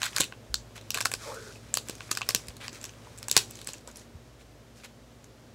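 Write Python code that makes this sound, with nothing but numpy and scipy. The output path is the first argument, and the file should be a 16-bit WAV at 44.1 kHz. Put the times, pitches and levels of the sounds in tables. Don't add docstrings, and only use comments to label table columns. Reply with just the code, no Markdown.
import sys
import numpy as np
from scipy import signal
from scipy.io import wavfile
from scipy.ndimage import uniform_filter1d

SR = 44100
rng = np.random.default_rng(int(sys.argv[2]) if len(sys.argv) > 2 else 0)


def wav_out(sig):
    wavfile.write(sys.argv[1], SR, np.round(np.clip(np.atleast_2d(sig).T, -1, 1) * 32767).astype(np.int16))


def boost(x):
    u = np.asarray(x, float) / 20
    return 10 ** u


N = 244314

# freq_hz, level_db
WALL_COLOUR = [(400, 4.5), (1500, -3), (4000, 2), (8000, -1.5), (14000, -3)]


def evened(x):
    return x / np.sqrt(np.mean(x ** 2) + 1e-20)


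def read(points, hz):
    point_hz, value = np.transpose(points)
    return np.interp(np.log(hz + 1), np.log(point_hz + 1), value)


def add(mix, start_s, sound):
    part = mix[round(start_s * SR):][:len(sound)]
    part += sound[:len(part)]


def colour(x, points):
    hz = abs(np.fft.fftfreq(2048, 1 / SR))
    low_edge = np.clip(hz / points[0][0], 1e-3, 1) ** 2
    log_gain = np.log(boost(read(points, hz)) * low_edge)
    taps = np.fft.ifft(np.exp(np.conj(signal.hilbert(log_gain)))).real[:1024]
    return signal.fftconvolve(x, taps / np.linalg.norm(taps))[:len(x)]


def resonate(x, hz, width_hz):
    turn = np.exp(2j * np.pi * np.cumsum(hz * np.ones(len(x))) / SR)
    decay = np.exp(-np.pi * width_hz / SR)
    for _ in range(2):
        smooth = signal.lfilter([1 - decay], [1, -decay], x / turn + 1e-18)
        x = 2 * (turn * smooth).real
    return x


def gritty(count, grit_db, clump):
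    jumps = evened(uniform_filter1d(rng.standard_normal(count), clump))
    return evened(rng.standard_normal(count) * boost(grit_db * jumps))


def struck(table, rise_s):
    out, t = np.zeros(N), np.arange(SR // 4) / SR
    for start_s, peak_db, hz, t60_s in table:
        envelope = boost(peak_db - 60 * t / t60_s) * (1 - np.exp(-t / rise_s))
        add(out, start_s, envelope * np.sin(2 * np.pi * hz * t))
    return out


def buckles():
    # start_s, peak_db, patch_hz, cup_db, slip_ms
    big_buckles = [(0.018, -19.5, 3500, 0, 1.2), (.031, -14, 3780, -1, 1.5), (0.0565, -21, 7530, -10, 1),
                   (0.1635, -10.5, 4900, -34, 1), (0.1667, -14.5, 4500, 7, 0.73), (0.1833, -13, 6460, -3, 0.94),
                   (0.2013, -15.5, 5800, -1, 4.1), (.2049, -19.5, 6500, 4, 3.8), (0.2084, -9, 7250, -5, 0.5),
                   (0.2154, -13, 3950, -11, 1.1), (0.241, -23.5, 3970, -10, 3), (0.3239, -28, 2100, 9, 0.91),
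                   (0.5425, -8.5, 5070, -55, 0.4), (0.9053, -15.5, 5500, -15, 2), (0.9445, -15, 7800, -16, 1.4),
                   (0.9505, -19, 4240, 2, 2.4), (0.9735, -19.5, 4060, 10, 1.9), (0.985, -23, 4020, 11, 0.69),
                   (1.006, -16.5, 3660, 2.5, 1.1), (1.0113, -15.5, 5500, 2, 2.5), (1.0521, -17.5, 5930, 4, 1.1),
                   (1.0555, -9.5, 4950, 4, 3), (1.1163, -19.5, 8000, 1.5, 2.5), (1.138, -17, 5140, -1, 1.8),
                   (1.7406, -9, 7370, -10, 1.55), (1.7721, -10, 4640, -12, 2), (1.8856, -25, 7700, -3, 1.6),
               (1.8968, -20.5, 8130, -3, 1.6), (2.0064, -28, 2500, 7.5, .8), (2.113, -18, 8000, 3, 2.6),
               (2.1145, -20, 6700, -30, 3.3), (2.173, -16.5, 4830, 0.5, 2.9), (2.2108, -36, 4800, -3, 1),
               (2.217, -18, 2580, 2.5, 1.8), (2.2897, -10.5, 5300, -1.5, 2.7), (2.3067, -21, 4700, 1, 2.9),
               (2.3482, -4.5, 5480, -6.5, 1.55), (2.6813, -19, 4700, 0, 0.67),
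               (2.8413, -23.5, 5360, -1, 1.9), (2.859, -30, 6600, -18, .68), (3.229, -24, 5100, -20, 0.9),
               (3.2836, -17.5, 7900, -6.5, 2.2), (3.2986, -24.5, 3800, -6, 0.89),
               (3.3139, -6, 7270, -16.5, 1.1), (3.366, 1.5, 4100, -1, 1), (3.3757, -2, 5300, -18.5, .5),
               (3.5099, -27, 7660, -7, 0.39), (3.6727, -18.5, 7870, -5, 1.14)]
    # start_s, peak_db, patch_hz, cup_db, slip_ms
    slips = [(0.2035, -15, 7500, 4, 0.73), (0.2056, -8.5, 4000, -7, .4), (.2097, -12.5, 3100, -12, 0.55),
             (3.3672, -4, 5800, -9.5, .4), (3.3776, -8, 7900, -14, .4), (3.378, -14.5, 3000, -10, .6),
             (2.1163, -20, 5200, -7, .4), (2.1163, -16.5, 7100, -5, .4), (.5441, -20, 5800, -55, .6),
             (.9705, -31, 2800, 4, 2), (.9752, -24, 4800, 3, 1.1), (2.1148, -14.5, 7200, -8, .3),
             (3.3685, -13.5, 4300, -6, .4), (1.0585, -18, 6500, 0, .6), (.0425, -27, 3000, 3, .8),
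             (.047, -25, 4000, 6, 0.74), (.0515, -28, 3400, 2, .6), (0.065, -24, 4700, 4, .8),
             (.235, -24, 2700, -10, 1.5), (.2265, -30, 3000, -8, 1), (4.852, -40, 3500, 0, .8),
             (3.3805, -21.5, 5000, -13, .6)]
    # start_s, peak_db, patch_hz
    creases = [(0.0391, -20, 3870), (0.131, -32.5, 2230), (.7081, -52, 2520), (0.7786, -31.5, 3200),
               (0.8122, -36.5, 3780), (1.219, -46, 5750), (1.344, -33, 7800), (1.557, -45, 5000),
               (1.8706, -44, 1350), (1.953, -32.5, 6170), (2.0924, -37, 1500), (2.151, -26, 4800),
               (2.4707, -41, 7700), (2.484, -27.5, 4840), (2.505, -39.5, 2660), (2.5677, -33.5, 4350),
               (2.613, -40, 2230), (2.73, -33, 7040), (2.7562, -38, 6530), (2.8137, -33, 7200),
               (2.8296, -36, 7950), (2.8525, -27.5, 6440), (2.893, -36.5, 2810), (2.9361, -44.5, 2950),
               (3.048, -44, 2900), (3.0719, -51, 1990), (3.1765, -36, 7390), (3.1824, -37, 7860),
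               (3.187, -32, 7600), (0.9454, -28, 2650),
               (3.505, -41, 7580), (3.5545, -33.5, 6650), (3.5716, -39, 4180), (3.5896, -37, 3900),
                (3.615, -31, 4070), (3.646, -33, 8310), (3.6894, -26, 4400), (3.734, -26, 7040),
                (3.74, -35, 2520), (3.7819, -42, 6400), (3.875, -31.5, 7300), (3.8874, -44, 7750),
                (3.914, -40, 7330), (3.9582, -35, 5870), (3.97, -33, 10200), (3.9963, -44, 6940),
                (4.4098, -49, 2350), (4.8, -43, 2050), (4.8255, -50, 2480), (4.8385, -46, 2100),
                (4.8462, -34.5, 4300), (4.859, -40, 4140), (5.243, -39, 6400), (0.063, -25, 7500),
                (.075, -36, 5000), (0.7574, -40, 4000), (.762, -40, 3000), (0.942, -34, 1500),
                (1.0245, -25, 5500), (2.11, -29, 4500), (2.1168, -22.5, 5930), (2.7475, -37, 6000),
                (3.809, -48.5, 5000), (3.3681, -6.5, 4530)]
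    # time_s, level_db
    fizz_course = [(0, -6), (.165, 4), (.33, -11), (.55, 2), (.76, -6), (.905, 0.5), (.95, -3), (1.14, 0),
                   (1.77, 2), (1.89, -5.5), (2.01, 4), (2.15, -2.5), (2.57, 3.5), (2.68, -11), (2.85, -3),
                   (2.9, 8), (3.23, 1), (3.67, 0)]
    middle_hz, slack_hz = 4500, 3440

    small = [(start_s, peak_db, hz, -3 - 8.5 * np.log2(hz / middle_hz), 2.15)
             for start_s, peak_db, hz in creases]
    start_s, peak_db, hz, cup_db, slip_ms = np.transpose(big_buckles + small + slips)
    fizz_db = -6 + 4 * np.log2(hz / middle_hz) + 0.33 * cup_db
    fizz_db += 63 * np.minimum(np.log2(hz / slack_hz), 0)
    fizz_db += np.interp(start_s, *np.transpose(fizz_course))
    return np.transpose([start_s, peak_db, hz, cup_db, fizz_db, slip_ms])


def film_colour(cup_db, fizz_db):
    # freq_hz, level_db
    film = [(1400, -16.5), (2050, -5), (2600, 3), (3400, -0.5), (4400, -1), (6500, 2.5), (7800, 3),
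            (9000, -6.5), (11000, -15.5)]
    top_tilt = 0.42 * (fizz_db + 12)
    bottom_tilt = 0.5 * (cup_db + 7.5)
    return [(hz, db + top_tilt * max(np.log2(hz / 3000), 0) + bottom_tilt * max(np.log2(4400 / hz), 0))
            for hz, db in film]


def buckle_sound(drive, patch_hz, ring_db, cup_db, fizz_db):
    # freq_hz, width_hz, level_db
    cup_modes = [(800, 380, -8), (1120, 380, -1), (1520, 420, 0)]
    # freq_hz, level_db
    fizz_colour = [(6500, -9), (8500, 21.5), (11000, 7.5), (14000, -2.5), (16500, -4.5)]
    film = evened(colour(drive, film_colour(cup_db, fizz_db)))
    film = film + boost(ring_db) * evened(resonate(drive, patch_hz, 1250))
    cup = sum(boost(db) * resonate(drive, hz, width_hz) for hz, width_hz, db in cup_modes)
    fizz = evened(colour(drive, fizz_colour))
    return evened(film) + boost(cup_db - 8.5) * evened(cup) + boost(fizz_db) * fizz


def snaps():
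    near, spread, t = np.zeros(N), np.zeros(N), np.arange(700) / SR
    fade = signal.windows.tukey(2 * len(t), .3)[len(t):]
    click = 1. * (t == 0)
    for start_s, peak_db, hz, cup_db, fizz_db, slip_ms in buckles():
        noise, size = rng.standard_normal((2, len(t)))
        slips = noise * boost(0.61 * size) * np.exp(-t / (0.001 * slip_ms))
        slips[0] += 4.6
        direct = buckle_sound(slips, hz, -1.5, cup_db, fizz_db)
        around = buckle_sound(click, hz, -8, cup_db, fizz_db)
        level = boost(peak_db) / np.sqrt(2 * uniform_filter1d(direct ** 2, 22).max())
        add(near, start_s, level * direct * fade)
        add(spread, start_s, level * around * fade)
    return near, spread


def cracks():
    # start_s, peak_db
    folds = [(.1633, -22), (.5426, -19), (.765, -40), (.9053, -18), (.9444, -17), (1.0556, -22),
             (1.7407, -20), (1.7721, -16), (2.1727, -24), (1.875, -38), (2.2897, -11), (2.3481, -8),
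             (2.5681, -38), (3.3139, -22), (3.97, -40)]
    # freq_hz, level_db
    spit_colour = [(5000, -18), (9000, -1), (12000, 0), (16500, -4)]
    out, t = np.zeros(N), np.arange(200) / SR
    for start_s, peak_db in folds:
        noise = rng.standard_normal(len(t))
        spit = colour(2.5 * (t == 0) + noise * np.exp(-t / 0.00072), spit_colour)
        add(out, start_s, boost(peak_db) * spit / abs(spit).max())
    return out


def pops():
    # start_s, peak_db, freq_hz, t60_s
    wall_pops = [(.201, -27.5, 307, 0.047), (.205, -25, 528, 0.032), (.5424, -19, 1510, 0.0086),
                 (.183, -14.5, 1600, 0.0087), (.96, -32, 434, 0.025), (.974, -27, 1605, 0.02),
                 (1.0558, -7, 1420, 0.0078), (1.138, -29, 506, 0.021), (1.7725, -16.5, 1205, 0.0063),
                 (1.772, -30, 536, 0.018), (1.8965, -18, 403, 0.0061), (2.114, -28, 336, 0.018),
                 (2.114, -26.5, 1250, 0.032), (2.29, -30.5, 440, 0.021), (2.348, -22, 483, 0.013),
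                 (2.728, -37, 352, 0.027), (3.071, -37, 980, 0.017), (3.284, -28.5, 860, 0.01),
                 (3.314, -23.5, 474, 0.0088), (3.3655, -20, 410, 0.027), (.905, -38, 750, 0.0057),
                 (3.69, -39, 860, 0.022), (1.056, -46, 930, .012), (3.366, -13.5, 1080, 0.011),
                 (3.3665, -18, 726, 0.016), (3.688, -37.5, 525, 0.038), (3.876, -38.5, 540, 0.027),
                 (3.878, -49, 1270, 0.032)]
    # start_s, peak_db, freq_hz, t60_s
    pings = [(0.0178, -21, 1570, 0.01), (.0186, -19, 6000, .004), (0.0318, -23, 1950, .006),
             (.039, -21, 1920, .008), (.039, -30, 6000, .005), (0.184, -16, 2330, 0.0063),
             (0.2157, -16, 2450, 0.0061), (.2155, -36, 650, 0.01), (.7787, -40, 900, 0.014),
             (.951, -30, 2450, .005), (.985, -24, 2450, .005), (1.006, -18, 2360, 0.0066),
             (1.006, -27, 600, .01), (1.0114, -24, 1000, 0.012), (1.1165, -27, 5830, .004),
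             (1.741, -28, 2460, 0.0038), (1.741, -30, 4800, .004), (3.366, -6, 6700, 0.0033),
             (0.032, -17, 1610, 0.014), (0.066, -25.5, 1520, .02), (.5427, -11.5, 4950, 0.0042),
             (.5435, -18, 7250, 0.0066), (0.9453, -17.5, 2500, 0.0093), (1.117, -22.5, 2620, 0.0091),
             (1.138, -22, 2300, 0.01), (1.772, -12, 6170, 0.0039), (1.7725, -29, 3900, 0.0037),
             (2.113, -16.5, 4750, 0.0091), (2.1135, -20, 3980, 0.0088), (2.1725, -18, 1540, 0.0076),
             (2.1734, -19, 2470, 0.0086), (2.211, -22, 1140, .008), (2.211, -29, 4700, .006),
             (2.2173, -34, 1600, .006), (2.29, -22, 1520, 0.0088), (2.307, -22, 2290, .006),
             (2.307, -32, 503, .012), (2.3483, -18, 2450, 0.0048), (2.681, -25, 3040, 0.0068),
             (2.854, -31, 3050, 0.0054), (2.894, -30.5, 6200, .005), (3.229, -35, 1250, .006),
             (3.299, -30, 3600, .006), (1.557, -40, 2570, 0.022), (3.6895, -36, 2450, .006),
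             (3.878, -43.5, 960, 0.051), (3.886, -42, 1520, 0.024), (3.888, -43, 590, 0.024),
             (3.901, -47, 1390, .02), (3.958, -43, 3600, .005),
             (.5443, -16, 4300, 0.0067), (.9052, -33, 1300, .004), (2.006, -36, 4500, .004),
             (2.151, -36, 2500, .005), (2.615, -40, 2290, .012), (2.655, -40, 3200, .01),
             (5.243, -46, 2000, .004)]
    return struck(wall_pops + pings, rise_s=0.00015)


def rubs():
    # start_s, length_s, level_db, dullness (0-1)
    strokes = [(0, 0.024, -42.5, .5), (0.035, 0.029, -44, 0.2), (2.637, 0.055, -52.5, 0.6),
               (0.016, 0.079, -33, 0.78), (0.072, 0.11, -47.5, 0.36), (0.142, 0.09, -36, 0.65),
               (0.21, 0.045, -40.5, 0.94), (0.749, 0.042, -43.5, 0.7), (0.804, 0.14, -60.5, 0.56),
               (0.93, 0.1, -40.5, 0.53), (1.178, 0.22, -42.5, 0.37), (1.33, 0.32, -50, 0.18),
               (1.605, 0.22, -56.5, 0.73), (1.84, 0.16, -50, 0.3), (1.966, 0.22, -50, 0.4),
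               (2.086, 0.54, -52, 0.46), (2.418, 0.18, -69, 0.7), (2.597, 0.091, -42, 0.88),
               (2.714, 0.087, -46.5, 0.6), (2.774, 0.18, -52.5, 0.4), (2.91, 0.48, -58, 0.63),
               (3.202, 0.12, -61.5, 0.8), (3.327, 0.11, -40, 0.83), (3.43, 0.29, -52.5, 0.2),
               (3.661, 0.07, -43.5, 0.1), (3.713, 0.095, -54, 0.14), (3.87, 0.063, -54, 0.56),
               (3.94, 0.12, -52.5, 0.25), (4.388, 0.054, -56, 0.5), (4.747, 0.094, -55.5, 0.2),
               (4.874, 0.041, -64, 0.7), (4.831, 0.039, -44.5, 0.72)]
    # freq_hz, density_db_per_hz
    bright_colour = [(880, -10.5), (1500, -9.5), (1980, -77), (2160, -21.5), (2560, 5), (4330, 4),
                     (4920, 5), (7690, 0), (16000, -17.5)]
    # freq_hz, density_db_per_hz
    dull_colour = [(700, -13), (1300, -1), (1900, -1), (3000, -0.5), (4200, -4), (7500, -18.5), (9500, -25),
                   (16000, -34.5)]
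    grit, out = gritty(N, 2.7, 58), np.zeros(N)
    bright, dull = evened(colour(grit, bright_colour)), evened(colour(grit, dull_colour))
    for start_s, length_s, level_db, dullness in strokes:
        at = round(start_s * SR) + np.arange(round(length_s * SR))
        phase = np.linspace(0, 1, len(at)) ** 0.74
        pressure = abs(np.sin(np.pi * phase)) ** 1.2
        blend = np.sqrt(1 - dullness) * bright[at] + np.sqrt(dullness) * dull[at]
        out[at] += boost(level_db) * pressure * blend
    return out


def tear():
    # time_s, pull_db, cavity_hz, wall_hz, wall_over_cavity_db
    course = [(1.18, -65, 700, 1550, 2), (1.22, -60, 676, 1380, 11), (1.255, -50, 593, 970, 6.5),
              (1.285, -42.5, 520, 860, -7.5), (1.325, -44, 495, 990, 0.5), (1.36, -48, 483, 1360, 1),
              (1.41, -52.5, 427, 1500, 1.5), (1.46, -50.5, 446, 1480, 1), (1.56, -66, 456, 1400, 3)]
    time_s, *columns = np.transpose(course)
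    t, out = np.arange(time_s[0], time_s[-1], 1 / SR), np.zeros(N)
    pull_db, cavity_hz, wall_hz, wall_db = (np.interp(t, time_s, column) for column in columns)
    slips = gritty(len(t), 2.4, 500)
    cavity = evened(resonate(slips, cavity_hz, 125))
    wall = evened(resonate(slips, wall_hz, 340))
    fade = signal.windows.tukey(len(t), .15)
    add(out, time_s[0], boost(pull_db) * (cavity + boost(wall_db) * wall) * fade)
    return out


def thuds():
    # start_s, peak_db, freq_hz, t60_s
    pushes = [(.2, -25, 161, 0.053), (.2, -40, 75, .09), (.497, -33, 50, 0.28), (.53, -34.5, 58.5, 0.27),
              (1.15, -41.5, 50.3, 0.12), (2.35, -27, 183, 0.033), (2.488, -17.5, 76, 0.014),
              (3.367, -22.5, 150, 0.034), (4.15, -27, 82, 0.053)]
    return struck(pushes, rise_s=0.0026)


def room(x):
    # freq_hz, t60_s
    decay = [(300, 0.43), (800, 0.21), (2000, 0.18), (5000, 0.19), (9000, 0.21), (15000, 0.2)]
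    # delay_s, spread_s, over_tail_db
    echoes = [(0.0095, .0018, 7), (0.0135, 0.0016, 8)]
    size = SR // 2
    hz, t, z = signal.stft(rng.standard_normal(size), SR, nperseg=256)
    z = z * boost(-60 * t / read(decay, hz)[:, None])
    tail = signal.istft(z, SR, nperseg=256)[1][:size]
    t = np.arange(size) / SR
    tail *= np.clip((t - .003) / 0.0074, 0, 1)
    tail *= boost(sum(db * np.exp(-((t - delay_s) / spread_s) ** 2) for delay_s, spread_s, db in echoes))
    wet = signal.fftconvolve(x, boost(-10) * tail / np.linalg.norm(tail))[:N]
    return colour(wet, WALL_COLOUR)


def air():
    # freq_hz, density_db_per_hz
    noise_colour = [(25, -46.5), (49, -12), (80, -8.5), (118, -3), (197, -20.5), (226, -2.5), (288, -10.5),
                    (600, -11), (730, -17.5), (2300, -25), (6000, -28.5), (8000, -32), (10000, -36),
                    (16500, -40)]
    # freq_hz, width_hz, level_db
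    hum = [(56.3, 3, -60), (108, 1.5, -57.5), (121.5, 3, -60), (233.5, 5, -63.5)]
    # time_s, level_db
    drift = [(0, 0.5), (1.5, 1.5), (3.4, 1.5), (4.4, -1.5), (5.54, -1)]
    frames, hz = N // 256 + 5, np.fft.rfftfreq(1024, 1 / SR)
    real, imag, patches = rng.standard_normal((frames, 513, 3)).T
    patches = evened(uniform_filter1d(uniform_filter1d(patches, 12, 0), 14, 1))
    z = (real + 1j * imag) * boost(read(noise_colour, hz)[:, None] + 0.27 * patches)
    out = boost(-53) * evened(signal.istft(z, nperseg=1024, noverlap=768)[1][:N])
    t = np.arange(N) / SR
    for hum_hz, width_hz, level_db in hum:
        waver = evened(resonate(rng.standard_normal(N), hum_hz, width_hz))
        out += boost(level_db) * evened(.3 * waver + np.sin(2 * np.pi * hum_hz * t))
    return out * boost(np.interp(t, *np.transpose(drift)))


def scene():
    near, spread = snaps()
    add(near, 0.0019, boost(-24) * colour(near, WALL_COLOUR))
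    drag, popping = rubs() + tear(), pops()
    hands = near + drag + popping + cracks() + thuds()
    reflected = room(spread + drag + boost(-6.5) * popping)
    return (hands + reflected + air())[None]


def band_limit(x):
    return signal.sosfilt(signal.butter(12, 17060, fs=SR, output="sos"), x)


def record(dry):
    # freq_hz, level_db
    top_edge = [(12000, 0), (15750, -3), (16000, -24), (16950, -30), (17150, -110)]
    hz = np.linspace(0, SR / 2, 1025)
    treble_cut = signal.firwin2(1023, hz, boost(read(top_edge, hz)), fs=SR, window=("kaiser", 8))
    bass_cut = signal.butter(3, 42, "high", fs=SR, output="sos")
    heard = signal.sosfilt(bass_cut, np.clip(dry, -.88, .88))
    heard = .92 * signal.oaconvolve(heard, treble_cut[None], "same")
    return band_limit(heard)


dry = scene()
out = record(dry)
wav_out(out)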